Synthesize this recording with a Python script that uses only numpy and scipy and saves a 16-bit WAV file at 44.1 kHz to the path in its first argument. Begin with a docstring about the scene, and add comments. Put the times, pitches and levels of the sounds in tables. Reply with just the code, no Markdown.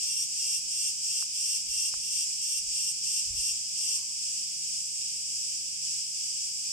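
"""One close cicada sings twelve rasping chirps and stops, on a hot hillside garden. From the start, two groups
chirp in step, more softly, over an even, distant chorus. Every song is made of tymbal clicks scattered by foliage;
wavering tones add a whine to the close one. Beneath lie noise and steady tones for the valley's rumble and hum,
a few puffs of wind made of noise, two dry ticks with a much fainter third, and one far-off call, a fluttering sine."""
import sys
import numpy as np
from scipy import signal
from scipy.fft import rfft, irfft
from scipy.io import wavfile
from scipy.ndimage import uniform_filter1d

SR = 44100
rng = np.random.default_rng(int(sys.argv[2]) if len(sys.argv) > 2 else 0)


def transcribe(signal):
    """Save signal, clipped to [-1, 1], as a 16-bit WAV file at the path in sys.argv[1]."""
    frames = np.atleast_2d(signal).T
    limited = np.clip(frames, -1, 1)
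    pcm = np.round(limited * 32767).astype(np.int16)
    wavfile.write(sys.argv[1], SR, pcm)


N = 296352
T = np.arange(N) / SR  # time in seconds
FREQ = np.maximum(np.arange(N // 2 + 1) * SR / N, 1)  # frequencies in Hz, kept above zero for the logarithm


def undb(db):
    """Turn decibels into gain."""
    return 10 ** (np.asarray(db) / 20)


def unit(x):
    """Scale to an rms of one."""
    return x / np.sqrt(np.mean(x ** 2))


def pan(db):
    """Left and right gains for a level difference, left minus right, in dB."""
    return undb(np.array([[db], [-db]]) / 2)


def colour(points):
    """Gain at every frequency, drawn through (Hz, dB) points."""
    hz, db = np.transpose(points)
    return undb(np.interp(np.log(FREQ), np.log(hz), db))


def shape(x, gain):
    """Filter a sound by a gain for every frequency."""
    return irfft(rfft(x) * gain, N)


def walk(rate):
    """Smooth random drift with an rms of one; it heads for a new value 2 * rate times a second."""
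    hold = int(SR / rate / 2)
    steps = np.repeat(rng.standard_normal(N // hold + 1), hold)[:N]
    return unit(uniform_filter1d(steps, hold))


def tone(hz, wander_hz, rate):
    """A sine with an rms of one whose pitch wanders."""
    pitch = hz + wander_hz * walk(rate)
    return np.sqrt(2) * np.sin(2 * np.pi * np.cumsum(pitch) / SR)


def envelope(start, end, attack_s, release_s):
    """Rise from the start, hold to the end, then fall away."""
    rise = np.clip((T - start) / attack_s, 0, 1)
    fall = np.clip((end - T) / release_s + 1, 0, 1)
    return rise * fall


def tymbal(rate_hz, jitter, scatter_db, count=3):
    """Muscle twitches at uneven intervals; each buckles a few ribs in quick succession, one click a rib."""
    chance = rng.standard_normal((2400, 2 * count + 1)).T
    twitch = np.cumsum(1 + jitter * chance[0]) / rate_hz
    clicks = np.zeros(N)
    for rib in range(count):
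        delay_s = rib * (.0007 + .00012 * chance[1 + rib])
        at = ((twitch + delay_s) * SR).astype(int)
        # each later rib clicks more weakly
        size = undb(scatter_db * chance[1 + count + rib] - 2.6 * rib)
        heard = (at >= 0) & (at < N)
        clicks[at[heard]] += size[heard]
    return clicks


def foliage(x, lag, wet_db, t60):
    """Direct sound reaches the right port lag samples late; leaves and walls scatter a tail to each side."""
    age = T[:SR // 2]
    # the tail falls by 60 dB in t60 seconds
    tail = rng.standard_normal((2, len(age))) * np.exp(-np.log(1000) * age / t60)
    response = undb(wet_db) * unit(tail) / np.sqrt(len(age))
    # a negative lag delays the left port instead
    response[0, max(-lag, 0)] += 1
    response[1, max(lag, 0)] += 1
    return shape(x, rfft(response, N)) / np.sqrt(1 + undb(2 * wet_db))


# Chirps of the close cicada. Each row: start in seconds, end of the hold in seconds, level in dB before trims.
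CLOSE_CHIRPS = [(0.0, 0.233, -30.5), (0.355, 0.57, -30.5), (0.694, 0.888, -31), (1.02, 1.218, -32),
                (1.33, 1.565, -30.5), (1.674, 1.876, -29.5), (2.006, 2.223, -31), (2.398, 2.579, -30),
                (2.714, 2.899, -31), (3.03, 3.195, -31), (3.336, 3.51, -30.5), (3.762, 3.962, -31)]
# Sharp resonances of its tymbals and abdomen.
# Each row: pitch in Hz, width to each side in Hz, relative level in dB, left minus right in dB.
BODY_RESONANCES = [(2770, 75, -7, 0.5), (3077, 38, -13.5, 16), (5490, 220, 2, 0), (5678, 132, 5.5, 0),
                   (8332, 140, -0.5, 7), (8456, 107, 4, -10.5), (8600, 43, 4, -7), (10985, 150, -6, -11),
                   (11130, 58, -6, -6), (11420, 89, -5.5, 6)]
# Broad colour of its clicks. Each row: frequency in Hz, relative level in dB.
CLICK_COLOUR = [(1400, -46), (1800, -38.5), (2400, -17), (3400, -11.5), (3900, -23), (4500, -8.5),
                (5000, -17), (5900, -32), (6300, 1), (8200, -6), (9100, -8.5), (10700, -31), (12500, -34),
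                (13200, -20), (14200, -17), (15000, -65)]
# Tones its clicks sustain. Each row: pitch in Hz, level against the chirp in dB before trims,
# left minus right in dB.
WHINE_TONES = [(2756, -16.5, 0), (5661, -6.5, 3), (8456, -10, -7), (10988, -20, -3)]


def close_cicada(attack_s=0.023, release_s=0.036, swell_db=6.5):
    """Each chirp starts softly, gains force and breaks off; its clicks ring the body's resonances."""
    effort = np.zeros(N)
    for start, end, db in CLOSE_CHIRPS:
        gate = envelope(start, end, attack_s, release_s)
        remaining = np.clip((end - T) / (end - start), 0, 1)
        effort += gate * undb(db - swell_db * remaining ** 2)
    clicks = tymbal(rate_hz=227, jitter=.028, scatter_db=1.5)
    # each resonance has steep skirts, so the valleys between them stay dark
    rings = 0
    for hz, width, db, side in BODY_RESONANCES:
        rings = rings + undb(db) * pan(side) / (1 + 1j * (FREQ - hz) / width) ** 2
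    body = rings + colour(CLICK_COLOUR) * pan(-0.85)
    rasp = unit(shape(clicks, body)) * effort * undb(-2.0)
    rasp = foliage(rasp, lag=-16, wet_db=1.5, t60=.1)
    # wavering tones play the whine of successive clicks falling in step; each side wavers on its own
    whine = 0
    for hz, db, side in WHINE_TONES:
        pair = np.array([tone(hz, 17, 60), tone(hz, 17, 60)])
        whine = whine + undb(db) * pan(side) * pair
    return rasp + whine * effort * undb(2 * walk(60) - 2)


def group(song, lags, wet_db, t60):
    """Several insects of one kind, each with its own click rate, direction and unsteady force."""
    out = 0
    for lag in lags:
        clicks = tymbal(rng.uniform(190, 270), jitter=.06, scatter_db=2)
        clicks = clicks * undb(.7 * walk(7))
        out = out + foliage(clicks, lag, wet_db, t60)
    return unit(shape(out, colour(song)))


# Colours of the low-pitched group, the shrill group and the far chorus.
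# Each row: frequency in Hz, relative level in dB.
LOW_COLOUR = [(1700, -41.5), (2500, -14), (3100, -13), (3900, -23.5), (4450, -11), (4950, 1.5),
              (5350, -2.5), (6200, -12), (8000, -40), (10000, -32.5), (15000, -52)]
SHRILL_COLOUR = [(2000, -66), (4200, -44), (5400, -1.5), (6300, -6), (7000, -1), (7750, 2.5), (8500, -4),
                 (9200, -11), (11000, -21.5), (12300, -29), (13300, -25.5), (15500, -48)]
FAR_COLOUR = [(1750, -63), (2200, -12), (2650, -14), (3300, -19), (3950, -30), (4500, -16), (5000, -3.5),
              (5650, 7.5), (6300, -3), (7800, -3.5), (8500, -6), (9300, -17.5), (11400, -15),
              (15500, -31.5)]
# Chirps that the cicadas in nearby trees sing together, about three a second.
# Each row: start in seconds, length before the release in seconds, level against a full chirp in dB.
SHARED_CHIRPS = [(-.15, 0.21, -0.5), (0.273, 0.27, -1), (0.637, 0.26, -2.5), (0.957, 0.26, -0.5),
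                 (1.3, 0.28, -1), (1.68, 0.29, -2.5), (2.08, 0.25, -0.5), (2.346, 0.15, -4),
                 (2.629, 0.18, 0.5), (2.983, 0.28, 0), (3.33, .24, -.5), (3.694, 0.26, 0), (4.175, .25, -1),
                 (4.588, .22, -1.5), (4.932, .19, -3), (5.235, 0.31, -2.5), (5.78, 0.22, 0),
                 (6.12, 0.33, -1.5), (6.577, .2, -3.5)]
SWELL_ATTACK_S, SWELL_RELEASE_S = 0.067, 0.075
# level of each group's full chirp by itself, and of the steady buzz beneath it, before panning
LOW_CHIRP_DB, LOW_REST_DB = -39.5, -39.5
SHRILL_CHIRP_DB, SHRILL_REST_DB = -36, -36


def chorus():
    """Two nearby groups chirp in step over their own steady buzz; the far chorus blends into an even sizzle."""
    effort = 0
    for start, length, db in SHARED_CHIRPS:
        effort = effort + undb(db) * envelope(start, start + length, SWELL_ATTACK_S, SWELL_RELEASE_S)
    low = group(LOW_COLOUR, lags=(-26, 27, 26), wet_db=4, t60=.35)
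    shrill = group(SHRILL_COLOUR, lags=(27, -26, 26, -28), wet_db=4, t60=.4)
    far = group(FAR_COLOUR, lags=(-27, -16, 6, 26), wet_db=7, t60=.4)
    # buzz and chirp add as powers
    low_gain = np.hypot(undb(LOW_REST_DB), undb(LOW_CHIRP_DB) * effort)
    shrill_gain = np.hypot(undb(SHRILL_REST_DB), undb(SHRILL_CHIRP_DB) * effort)
    nearby = low * low_gain * pan(0.15) + shrill * shrill_gain * pan(-1.6)
    return nearby + far * undb(-42.0) * pan(-.4)


# Colour of the valley air. Each row: frequency in Hz, relative level in dB.
AIR_COLOUR = [(20, -4.5), (45, 6), (63, -0.5), (80, 2.5), (120, 1), (220, -4.5), (350, -7), (520, -17),
              (800, -15), (1100, -23.5), (1700, -24), (3000, -29), (8000, -34.5)]
# Steady tones of distant machinery. Each row: pitch in Hz, middle level in dB.
HUM_TONES = [(147, -72.5), (195, -77)]


def valley():
    """Distant rumble and wavering machine tones; the deep bass is nearly alike in both ports."""
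    mid, side = rng.standard_normal((2, N))
    # the sides differ more as frequency rises to 400 Hz
    width = np.minimum(FREQ / 400, 1) ** 2.0
    difference = shape(side, colour(AIR_COLOUR) * width)
    air = shape(mid, colour(AIR_COLOUR)) + np.array([[1], [-1]]) * difference
    swell_db = .6 * walk(2)
    hum = sum(undb(db + 1.5 * walk(3)) * tone(hz, 1.4, 6) for hz, db in HUM_TONES)
    return unit(air) * undb(-67.5 + swell_db) + hum


# Puffs of wind on the microphone. Each row: middle in seconds, spread (one sigma) in seconds, level in dB.
WIND_PUFFS = [(0.603, 0.062, -71), (1.72, 0.062, -62), (1.957, .03, -63), (2.663, 0.048, -60),
              (3.349, 0.044, -46), (3.515, 0.051, -61)]
# Colour of the puffs. Each row: frequency in Hz, relative level in dB.
WIND_COLOUR = [(15, -21), (35, 7.5), (70, -3), (110, -6.5), (200, -25), (400, -31.5), (900, -33),
               (2000, -47)]


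def wind():
    """Brief eddies thump softly on the microphone: low noise under bell-shaped swells."""
    force = sum(undb(db) * np.exp(-.5 * ((T - s) / length) ** 2) for s, length, db in WIND_PUFFS)
    return force * unit(shape(rng.standard_normal(N), colour(WIND_COLOUR)))


# Dry ticks. Each row: start in seconds, ring in Hz, decay scale in seconds (loudest after half of it),
# level in dB (the swell peaks 6 dB lower, before panning), left minus right in dB.
DRY_TICKS = [(1.2250, 1240, 0.00085, -32.5, 11), (1.9400, 1180, 0.00062, -29.5, 12),
             (4.498, 597, 0.0028, -57, 9)]


def ticks():
    """Small dry taps: each is a sine that swells at once and dies within a few cycles."""
    out = 0
    for s, hz, decay, db, side in DRY_TICKS:
        age = np.maximum(T - s, 0)
        swell = age / decay * np.exp(1 - 2 * age / decay)
        out = out + pan(side) * undb(db) * swell * np.sin(2 * np.pi * hz * age)
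    return out


# A far-off animal call. Each row: time in seconds, middle pitch in Hz, middle level in dB before the foliage.
CALL_PATH = [(3.78, 1040, -100), (3.85, 1050, -78), (3.9, 1055, -74), (4.02, 1065, -75), (4.1, 1095, -78),
             (4.16, 1110, -81), (4.24, 1090, -100)]


def far_call():
    """One thin, hoarse, slightly rising note that flutters, blurred by distance."""
    s, *columns = np.transpose(CALL_PATH)
    hz, db = (np.interp(T, s, c) for c in columns)
    note = tone(hz, wander_hz=26, rate=90) * undb(db + 4 * walk(30))
    sounding = (T > s[0]) * (T < s[-1])
    return foliage(note * sounding, lag=0, wet_db=-3, t60=.1)


def scene():
    """Cicadas above the quiet sounds of the valley."""
    return close_cicada() + chorus() + valley() + wind() + ticks() + far_call()


TOP_HZ = 15650


def record(dry):
    """The recorder cuts the top steeply: a low-pass filter removes what lies above TOP_HZ."""
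    low_pass = signal.ellip(10, .1, 80, TOP_HZ, fs=SR, output="sos")
    return signal.sosfilt(low_pass, dry)


dry = scene()
out = record(dry)
transcribe(out)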